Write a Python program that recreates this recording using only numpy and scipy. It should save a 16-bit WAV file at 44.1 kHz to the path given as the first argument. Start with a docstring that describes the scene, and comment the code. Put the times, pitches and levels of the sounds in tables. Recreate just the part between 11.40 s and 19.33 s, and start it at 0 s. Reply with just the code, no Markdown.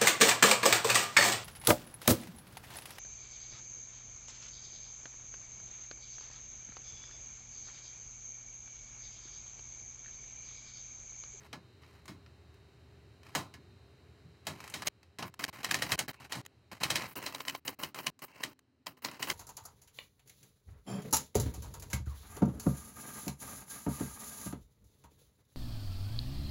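"""Low room rumble with faint hum; hands rustle and knock a manual typewriter's carriage, heard from a little
way off. Then quick runs of keys: levers chatter and springs sizzle (noise bursts), type bars slap the platen
(shaped noise bands plus struck modes), all but the room, desk, rail and spring sizzle through the frame's
resonances. The typing is spliced from short pieces, so rings stop dead at the cuts; the last pieces are heard
from beside the type basket."""
import sys
import numpy as np
from scipy import signal
from scipy.fft import rfft, irfft
from scipy.io import wavfile

SR = 44100
rng = np.random.default_rng(int(sys.argv[2]) if len(sys.argv) > 2 else 0)


def inscribe(sig):
    """Save sig as 16-bit PCM at rate SR to the path in sys.argv[1].

    A 1-D sig is mono; a 2-D sig holds one channel per row.
    Samples are clipped to [-1, 1] before scaling.
    """
    pcm = np.round(np.clip(np.atleast_2d(sig).T, -1, 1) * 32767)
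    wavfile.write(sys.argv[1], SR, pcm.astype(np.int16))


N = 349713
AGE_S = np.arange(SR // 2) / SR  # time since onset, for every struck sound

# Room colour: (frequency [Hz], level [dB])
ROOM_COLOUR = [(18, -59), (30, -34.5), (56, -28), (79, 3), (127, -5.5), (221, -12.5), (404, -10.5),
               (486, -20), (526, -17.5), (889, -22), (3060, -26.5), (3490, -30), (3980, -27.5), (6210, -38),
               (16000, -50)]
# Hum and whine: (frequency [Hz], level [dB])
HUM_TONES = [(75.4, -67.5), (118.4, -67), (403.7, -72), (3709, -81), (3895, -85), (4091, -80), (7424, -94)]
# Desk booms of their own: a hand bumping the desk top, and booms with two key strokes: (time [s], level [dB])
DESK_BOOMS = [(2.838, -46), (4.511, -36), (5.5, -39)]
# Carriage rail scraping: (start [s], end [s], level the scrape swells to [dB])
RAIL_SLIDES = [(3.165, 3.328, -62), (4.764, 4.862, -61), (6.873, 7.023, -60)]
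# Rail resonances: (frequency [Hz], width per filter pass [Hz], level [dB])
RAIL_MODES = [(930, 210, -13), (2260, 85, -6), (2580, 180, -12), (2680, 160, -11)]
# Frame and type basket resonances: (frequency [Hz], width [Hz], gain [dB])
FRAME_MODES = [(133.6, 45, 1.5), (278, 69, -5), (610, 79, -7.5), (843, 55, -11.5), (1040, 32, -3),
               (2060, 100, -16.5), (2566, 21, -4.5), (2970, 120, -2.5), (3144, 57, -0.5), (3963, 220, -6),
               (5080, 83, -6.5), (6630, 250, -13.5), (7460, 53, -25.5)]
# Splices where ringing stops: (time [s])
CUT_TIMES_S = [3.44, 3.486, 3.9, 3.947, 4.051, 4.1, 4.557, 4.665, 4.716, 5.016, 5.066, 5.738, 6.197, 6.35,
               6.702, 7.135, 7.196, 7.6]
# Clicks of catches, escapement, bars dropping back: (time [s], level [dB], sparkle [dB])
LONE_CLICKS = [(0.434, -37, -37), (0.656, -37.5, -11), (0.862, -40, -31), (1.142, -45.5, -16),
               (1.832, -40, -17), (1.867, -38, -21), (2.009, -30, -27), (3.299, -36.5, -0.5),
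               (3.63, -38.5, -21), (3.94, -34, -12), (5.051, -36, -16), (5.062, -28.5, -9),
               (5.62, -18.5, -19), (6.343, -46, -9), (6.559, -30.5, -20), (6.791, -38.5, -9.5),
               (7.191, -43, -10), (7.685, -22, -30.5), (7.713, -31.5, -11), (7.744, -32, -22)]
# Fingers fiddling with the carriage: (start [s], end [s], rustle level [dB])
FIDDLING_SPANS = [(0, 0.073, -61), (0.411, 0.6, -65.5), (1.844, 1.962, -61.5)]
# Levers and carriage moving, no bar striking: (start [s], length [s], level [dB], spring sizzle [dB])
LEVER_MOVES = [(3.052, 0.016, -59, -15), (3.103, .24, -56, -28), (3.39, 0.065, -58, -10),
               (3.458, 0.037, -50.5, 5), (3.821, 0.066, -52.5, -5), (4.051, 0.037, -53, -18),
               (4.08, 0.019, -40.5, -12), (4.128, 0.092, -50.5, -15), (4.462, 0.056, -49.5, -8),
               (4.578, 0.015, -45, -7), (4.68, 0.026, -39, -5), (4.732, 0.021, -55, -13),
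               (4.8, 0.064, -53, -28), (5.315, 0.022, -44.5, -19), (5.349, 0.034, -57.5, -20),
               (5.595, 0.074, -43.5, -14), (5.676, 0.069, -55.5, 3), (5.755, 0.031, -41, -1),
               (5.79, 0.055, -51.5, -15), (6.819, 0.029, -45.5, 3.5), (6.88, 0.13, -62.5, -27),
               (6.948, .08, -58.5, -27), (7.087, 0.049, -62, -5), (7.569, 0.018, -63, -6),
               (7.713, 0.064, -54, -18)]
# Lever chatter colour, from afar and beside the basket: (frequency [Hz], level [dB])
LINKAGE_FAR_COLOUR = [(29, -34.5), (50, -7.5), (180, -1), (472, -7.5), (1050, -1.5), (1500, -4.5),
                      (2210, -2.5), (3100, -11), (3500, -12), (3950, -11), (5670, -15.5), (10100, -21.5),
                      (13500, -22), (16000, -33.5)]
LINKAGE_CLOSE_COLOUR = [(29, -36), (50, -4.5), (252, 4), (802, 1), (1020, 5.5), (1470, 0), (2110, 1),
                        (2440, -3.5), (2750, 1), (3500, -15), (4240, -7), (8340, -15.5), (14200, -20),
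                        (16000, -10)]
# Return spring colour: (frequency [Hz], level [dB])
SPRING_COLOUR = [(5000, -30), (9000, -10), (12000, -4), (14000, -1), (15800, 0)]
# Carriage, platen knob, space bar knocking the frame:
# (time [s], level [dB], thud [dB], case [dB], sparkle [dB], base ring t60 [s])
FRAME_KNOCKS = [(0.129, -29.5, -17, -13, -23.5, 0.12), (0.679, -34.5, -9.5, -15.5, -20, 0.19),
                (1.95, -18, -18.5, -14.5, -17, 0.2), (2.139, -37.5, -14, -15.5, -21, 0.11),
                (3.068, -22, -18.5, -16.5, -18, 0.17), (3.339, -24.5, -21, -19.5, -18, 0.22),
                (3.42, -24, -20.5, -15.5, -21.5, 0.082), (3.786, -27, -15.5, -13.5, -20.5, 0.16),
                (3.825, -23.5, -22.5, -9.5, -23.5, 0.08), (4.59, -14, -30.5, -21, -15.5, 0.11),
                (4.953, -31.5, -8.5, -15, -17, 0.3)]
# Long carriage modes: (frequency [Hz], mean level [dB], t60 [s])
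CARRIAGE_MODES = [(86.2, -30, 0.6), (164, -11, 0.13), (628, -14.5, 0.38), (1050, -18, 0.31),
                  (1495, 4, 0.12), (1697, 4.5, 0.15), (2170, -1.5, 0.19), (2620, -35, 0.28),
                  (3070, -6.5, 0.028), (4000, -11.5, 0.38), (5050, -16, 0.27), (6600, -9, 0.17),
                  (6137, -16, 0.26), (6820, -30, 0.14)]
# Blow colour: (frequency [Hz], level [dB])
BLOW_COLOUR = [(29, -36), (50, -16), (148, -9), (472, -6), (1050, -1), (1580, -5.5), (1870, 1.5),
               (3030, -5), (3500, 0.5), (4040, -4), (4350, -4), (6870, -8), (16000, -19)]
# Edges between thud, case, steel and sparkle: (frequency [Hz])
BLOW_EDGES_HZ = [50, 400, 1500, 6000, 17000]
# Key strokes: (hit time [s], level [dB], bar pitch [Hz], after-ring [dB], key travel before hit [s],
# take-up tick [dB], linkage chatter [dB])
KEY_STRIKES = [(3.471, -13, 6500, -12, 0.025, -40, -50.5), (4.04, -16.5, 1870, -29, 0.048, -28, -42.5),
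               (4.245, -17, 1886, -10, 0.014, -24, -46.5), (4.311, -13, 1680, -13, 0.024, -39, -44.5),
               (4.343, -14, 1820, -7, 0.02, -34, -48), (4.422, -15, 1866, -6.5, 0.034, -23.5, -45),
               (4.519, -13.5, 1850, -4.5, 0.027, -25, -39), (4.922, -21, 4100, -3, .027, -48, -52.5),
               (5.434, -14.5, 4130, -6, 0.032, -34, -41.5), (5.503, -14, 3980, -4.5, 0.022, -38, -48),
               (5.556, -14.5, 3990, -4, .02, -36, -48), (5.862, -21, 4060, -5, 0.036, -25, -48.5),
               (5.947, -22, 4000, -25, 0.023, -30.5, -54), (6.004, -25, 2160, -40, 0.022, -33, -53),
               (6.081, -18.5, 3030, -30, 0.03, -28.5, -51), (6.096, -21.5, 2940, -35, .01, -42, -80),
               (6.149, -25.5, 2270, -29, 0.027, -36, -55), (6.278, -18.5, 2920, -19, .028, -35.5, -44.5),
               (6.434, -20, 2917, -12, 0.046, -49, -46), (6.587, -26.5, 2400, -25, .042, -23.5, -50),
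               (6.667, -14.5, 2890, -14.5, 0.036, -38, -50.5), (7.035, -18, 1930, -9.5, 0.034, -47, -56.5),
               (7.467, -23.5, 2405, -17.5, 0.0062, -38, -54),
               (7.647, -18.5, 4200, -10.5, 0.027, -42, -48.5), (7.826, -17, 2970, -9, 0.032, -39, -47),
               (7.9, -15, 3060, -12, 0.028, -25, -42.5)]

TYPING_FROM_S, CLOSE_FROM_S = 3.486, 5.745  # typing; view from beside the basket
TOP_HZ = 16000
# Room quieter under typing, quietest beside the basket
ROOM_DB, ROOM_TYPING_DB, ROOM_CLOSE_DB = -61, -5.5, -14
DESK_LAG_S, DESK_DB = 0.013, -3.5  # desk after each knock; level re its thud
RATCHET_FROM_S, TOOTH_S, TOOTH_DB = 3.203, .037, -27.5  # platen knob turned
TICK_SPARKLE_DB = -14.5  # re tick
JOLT_DB = 12.5  # tick starting a move, re its level
# Fiddling ticks and sizzle re the rustle
FIDDLE_GAP_S, FIDDLE_TICK_DB, FIDDLE_SPREAD_DB, FIDDLE_SIZZLE_DB = 0.074, 14, 3.5, -34
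# Levers follow through, then fall back more quietly (re travel chatter)
FOLLOW_S, RETURN_S, RETURN_DB = 0.024, 0.037, -12
SIZZLE_FAR_DB, SIZZLE_CLOSE_DB = -10.5, -1  # before SIZZLE_TRIM_DB, as are the table values
SIZZLE_TRIM_DB = -1.5
# Soft strokes: relatively more case, less sparkle (slopes in dB per dB)
SOFT_BELOW_DB, SOFT_CASE_SLOPE, SOFT_SPARKLE_SLOPE = -20, 1.83, 0.66
CASE_DB, SPARKLE_FAR_DB, SPARKLE_CLOSE_DB = -21, -15.5, -15.5  # re a firm stroke
BAR_RING_DB, BAR_RING_S = -16.5, 0.12  # bar's note re after-ring; t60
THUD_DB, THUD_SLOPE = -21.5, 0.3  # re stroke; plus dB per dB of after-ring


def amp(db):
    """Decibels to gain."""
    return 10 ** (np.asarray(db) / 20)


def fade(t60_s, hold_s=0):
    """Exponential decay after an optional hold."""
    return np.exp(-np.log(1000) * np.maximum(AGE_S - hold_s, 0) / max(t60_s, 1e-3))


def unit(x):
    """Scale to rms 1."""
    return x / np.sqrt(np.mean(x ** 2))


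def colour(x, points, lo_hz=0, hi_hz=SR):
    """Filter x to a (Hz, dB) curve between two edges, at rms 1."""
    f_hz = np.fft.rfftfreq(len(x), 1 / SR)
    hz, db = np.transpose(points)
    gain = amp(np.interp(np.log(f_hz + 1), np.log(hz), db))
    gain = gain * (f_hz >= lo_hz) * (f_hz < hi_hz)
    return unit(irfft(rfft(x) * gain, len(x)))


def resonate(x, hz, width_hz):
    """One resonance, gain 1 at its centre."""
    return signal.lfilter(*signal.iirpeak(min(hz, SR * .45), hz / width_hz, fs=SR), x)


def resonate_twice(x, hz, width_hz):
    """Two equal resonances in series: steeper skirts."""
    return resonate(resonate(x, hz, width_hz), hz, width_hz)


def add(track, start_s, sound):
    """Lay a sound in; it ends at the next splice."""
    start = max(int(start_s * SR), 0)
    later_cuts = [int(cut_s * SR) for cut_s in CUT_TIMES_S if cut_s > start_s]
    stop = min(later_cuts + [N, start + len(sound)])
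    track[start:stop] += sound[:max(stop - start, 0)]


def tone(hz, t60_s):
    """One struck mode: decaying sine of random phase."""
    return np.sin(2 * np.pi * (hz * AGE_S + rng.random())) * fade(t60_s)


def loose_modes(t60_s, count):
    """Steel modes of random pitch and decay, scaled for their count."""
    draws = rng.random((count, 2))
    modes = sum(tone(1500 * 6 ** pitch, t60_s * (.5 + life)) for pitch, life in draws)
    return modes / np.sqrt(count / 2)


def dense_modes():
    """Countless close modes as noise bands: desk thud, case, steel parts, sparkle."""
    noise = rng.standard_normal(len(AGE_S))
    edges = zip(BLOW_EDGES_HZ, BLOW_EDGES_HZ[1:])
    return [colour(noise, BLOW_COLOUR, lo_hz, hi_hz) for lo_hz, hi_hz in edges]


def frame(x):
    """Resonances of the frame added to the sound of a moving part."""
    ringing = sum(amp(db) * resonate(x, hz, width_hz) for hz, width_hz, db in FRAME_MODES)
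    return amp(-3.5) * (x + ringing)


def chatter(per_s, spread_db, t60_s):
    """Random tiny metal contacts of uneven size, each a short noise burst."""
    sizes = amp(spread_db * np.minimum(rng.exponential(size=N), 3))
    contacts = (rng.random(N) < per_s / SR) * sizes
    power_decay = np.exp(-2 * np.log(1000) / (t60_s * SR))
    power = signal.lfilter([1], [1, -power_decay], contacts ** 2)
    return np.sqrt(power) * rng.standard_normal(N)


def room():
    """Low rumble, a band of hiss, and hum and whine that waver, swell and sink."""
    t_s = np.arange(N) / SR
    level_db = np.select([t_s > CLOSE_FROM_S, t_s > TYPING_FROM_S], [ROOM_CLOSE_DB, ROOM_TYPING_DB], 0)
    level = amp(level_db)
    air = amp(ROOM_DB) * colour(rng.standard_normal(N), ROOM_COLOUR)
    hiss = amp(-83.5) * unit(resonate_twice(rng.standard_normal(N), 4000, 800))
    hum = 0
    for hz, db in HUM_TONES:
        drift_rad = np.cumsum(rng.standard_normal(N)) * (.035 if hz < 1000 else .012)
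        swell_db = 2.5 * np.interp(t_s, np.arange(0, 9, .3), rng.standard_normal(30))
        hum = hum + amp(db + swell_db) * np.sqrt(2) * np.sin(2 * np.pi * hz * t_s + drift_rad)
    # beside the basket the hollow shell murmurs
    murmur = amp(-76.5) * unit(resonate_twice(rng.standard_normal(N), 257, 50))
    shell = murmur * (t_s > CLOSE_FROM_S)
    # hiss, hum and whine sink further than the rumble
    return air * level + (hiss + hum) * level ** 1.35 + shell


def desk():
    """The desk top booms softly in its lowest modes, just after each knock, with two key strokes, or when
    bumped."""
    out = np.zeros(N)
    knocks = [(s + DESK_LAG_S, db + thud_db + DESK_DB) for s, db, thud_db, *_ in FRAME_KNOCKS]
    for s, db in list(DESK_BOOMS) + knocks:
        boom = .7 * tone(95, .35) + tone(128, .28) + .9 * tone(163, .25) + .3 * tone(200, .2)
        add(out, s, amp(db) * boom * (1 - fade(0.14)))
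    return out


def slide():
    """Dense stick-slip ticks ring the rail and swell as the carriage gathers speed."""
    out = np.zeros(N)
    slips = chatter(per_s=900, spread_db=3, t60_s=.006)
    rail = unit(sum(amp(db) * resonate_twice(slips, hz, width_hz) for hz, width_hz, db in RAIL_MODES))
    for start_s, stop_s, db in RAIL_SLIDES:
        scrape = rail[int(start_s * SR):int(stop_s * SR)]
        swell = amp(db + np.linspace(-10, 0, len(scrape)))
        add(out, start_s, scrape * swell * signal.windows.tukey(len(scrape), .1))
    return out


def ratchet(count):
    """Evenly spaced teeth pass the pawl: rows (time [s], level [dB], sparkle [dB])."""
    return [(RATCHET_FROM_S + tooth * TOOTH_S, TOOTH_DB, TICK_SPARKLE_DB) for tooth in range(count)]


def ticks():
    """Light contacts (time [s], level [dB], sparkle [dB]): clicks, teeth, key slack, jolts, fiddling."""
    rows = list(LONE_CLICKS) + ratchet(count=3)
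    for s, _, _, _, travel_s, take_up_db, _ in KEY_STRIKES:
        rows.append((s - travel_s, take_up_db, TICK_SPARKLE_DB))
    rows += [(s, db + JOLT_DB, TICK_SPARKLE_DB) for s, _, db, _ in LEVER_MOVES]
    for start_s, stop_s, db in FIDDLING_SPANS:
        for s in np.arange(start_s + FIDDLE_GAP_S / 2, stop_s, FIDDLE_GAP_S):
            tick_db = db + FIDDLE_TICK_DB + FIDDLE_SPREAD_DB * rng.standard_normal()
            rows.append((s + FIDDLE_GAP_S * rng.random() / 2, tick_db, TICK_SPARKLE_DB))
    return rows


def small_parts():
    """Light pawls and levers tick and ring briefly without moving the desk."""
    out = np.zeros(N)
    for s, db, sparkle_db in ticks():
        _, case, steel, sparkle = dense_modes()
        tick = amp(-14) * steel + amp(-18) * case + amp(sparkle_db - 4) * sparkle
        rattle_out = fade(0.021) + 0.16 * fade(0.28)
        ring = sum(tone(hz * (.9 + .2 * rng.random()), .045) for hz in (1250, 1850, 2450))
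        attack = 1 - fade(.002)
        add(out, s, frame(amp(db) * attack * (tick * rattle_out + amp(-20) * ring)))
    return out


def lever_motions():
    """Rows (start [s], end [s], level [dB], sizzle [dB]): moves, rustle, key travel and return."""
    rows = [(s, s + length_s, db, sizzle_db) for s, length_s, db, sizzle_db in LEVER_MOVES]
    rows += [(start_s, stop_s, db, FIDDLE_SIZZLE_DB) for start_s, stop_s, db in FIDDLING_SPANS]
    for s, _, _, _, travel_s, _, db in KEY_STRIKES:
        sizzle_db = SIZZLE_CLOSE_DB if s > CLOSE_FROM_S else SIZZLE_FAR_DB
        rows.append((s - travel_s, s + FOLLOW_S, db, sizzle_db))
        rows.append((s, s + FOLLOW_S + RETURN_S, db + RETURN_DB, sizzle_db))
    return rows


def linkage():
    """Levers chatter as they move and ring on for a moment; return springs sizzle on top."""
    out = np.zeros(N)
    contacts = frame(chatter(per_s=600, spread_db=3, t60_s=.024))
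    far = colour(contacts, LINKAGE_FAR_COLOUR)
    close = colour(contacts, LINKAGE_CLOSE_COLOUR)
    jingle = chatter(per_s=420, spread_db=3.5, t60_s=.035)
    springs = colour(jingle, SPRING_COLOUR)
    for start_s, stop_s, db, sizzle_db in lever_motions():
        span = slice(max(int(start_s * SR), 0), None)
        levers = far if start_s < CLOSE_FROM_S else close
        sizzle = amp(sizzle_db + SIZZLE_TRIM_DB) * springs[span]
        motion = (levers[span] + sizzle)[:len(AGE_S)]
        travel = (1 - fade(.012)) * fade(.07, hold_s=max(stop_s - start_s - .005, 0))
        add(out, start_s, amp(db) * motion * travel[:len(motion)])
    return out


def carriage():
    """The whole carriage shudders, lows longest; the heavier the thud, the more its long modes sing."""
    out = np.zeros(N)
    for s, db, thud_db, case_db, sparkle_db, t60_s in FRAME_KNOCKS:
        thud, case, steel, sparkle = dense_modes()
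        shudder = fade(t60_s) + 0.64 * fade(0.022)
        hit = amp(-12) * steel * shudder + amp(-24) * loose_modes(t60_s / 2, count=20)
        hit += amp(case_db) * case * fade(1.4 * t60_s)
        hit += amp(sparkle_db) * sparkle * (fade(0.98 * t60_s) + 0.97 * fade(0.02))
        low_thud = unit(resonate(thud, 180, 240))
        hit += amp(thud_db + 0.5) * low_thud * (1 - fade(0.071)) * fade(0.3)
        # every point of contact weights the modes differently
        song = sum(amp(mode_db + 3.1 * rng.standard_normal()) * tone(hz, ring_s)
                   for hz, mode_db, ring_s in CARRIAGE_MODES)
        hit += amp(thud_db / 2 - 15) * song
        attack = 1 - fade(.003)
        add(out, s, frame(amp(db) * hit * attack))
    return out


def type_bars():
    """Each bar scrapes into its guide, cracks on the platen, a quieter crack follows a few ms later, and it
    rings; the thud builds late."""
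    out = np.zeros(N)
    for s, db, bar_hz, after_db, *_ in KEY_STRIKES:
        close = s > CLOSE_FROM_S
        softness_db = max(SOFT_BELOW_DB - db, 0)
        case_db = CASE_DB + SOFT_CASE_SLOPE * softness_db
        sparkle_db = SPARKLE_CLOSE_DB if close else SPARKLE_FAR_DB
        sparkle_db -= SOFT_SPARKLE_SLOPE * softness_db
        thud_db = THUD_DB + THUD_SLOPE * after_db
        thud, case, steel, sparkle = dense_modes()
        # ribbon and paper cushion the blow, so it builds gradually
        cushion = 1 - fade(.007 if close else .003)
        crack = fade(.012, hold_s=.003 if close else .0022)
        repeat_s, repeat_db = (.011, -14) if close else (.008, -8)
        repeat = amp(repeat_db) * np.interp(AGE_S - repeat_s, AGE_S, crack, left=0)
        contact = crack + repeat + amp(-20) * fade(0.057)
        after = amp(after_db)
        hit = amp(-9.5) * steel * np.hypot(contact, after * amp(-0.5) * fade(0.16))
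        hit += amp(case_db) * case * np.hypot(contact, after * amp(3.5) * fade(0.23))
        hit += amp(sparkle_db) * sparkle * np.hypot(contact, after * fade(0.14))
        hit += amp(thud_db) * thud * (1 - fade(0.17)) * fade(0.24)
        hit += amp(-7) * tone(bar_hz, 0.024) + amp(-21) * loose_modes(0.065, count=14)
        hit += after * amp(BAR_RING_DB) * tone(bar_hz, BAR_RING_S)
        if close:  # the hollow shell hums
            hit += amp(-33.5) * tone(274, 0.24) + amp(-21.5) * tone(1030, 0.044)
        add(out, s, frame(amp(db) * hit * cushion))
        lead = AGE_S < .005
        scrape = (steel + .5 * sparkle + .5 * case)[::-1][lead] * np.linspace(.3, 1, lead.sum())
        add(out, s - .004, frame(amp(db - 19) * scrape))
    return out


def scene():
    """Room, desk and machine, summed to one channel."""
    background = room() + desk()
    mechanism = slide() + small_parts() + linkage() + carriage()
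    return (background + mechanism + type_bars())[None]


def record(dry):
    """The recorder thins the deep bass, notches the presence range and cuts the top."""
    wet = signal.sosfilt(signal.butter(4, 58, "highpass", fs=SR, output="sos"), dry)
    wet = wet - .88 * resonate(wet, 3500, 420)
    return signal.sosfilt(signal.ellip(10, .2, 80, TOP_HZ, fs=SR, output="sos"), wet)


dry = scene()
out = record(dry)
inscribe(out)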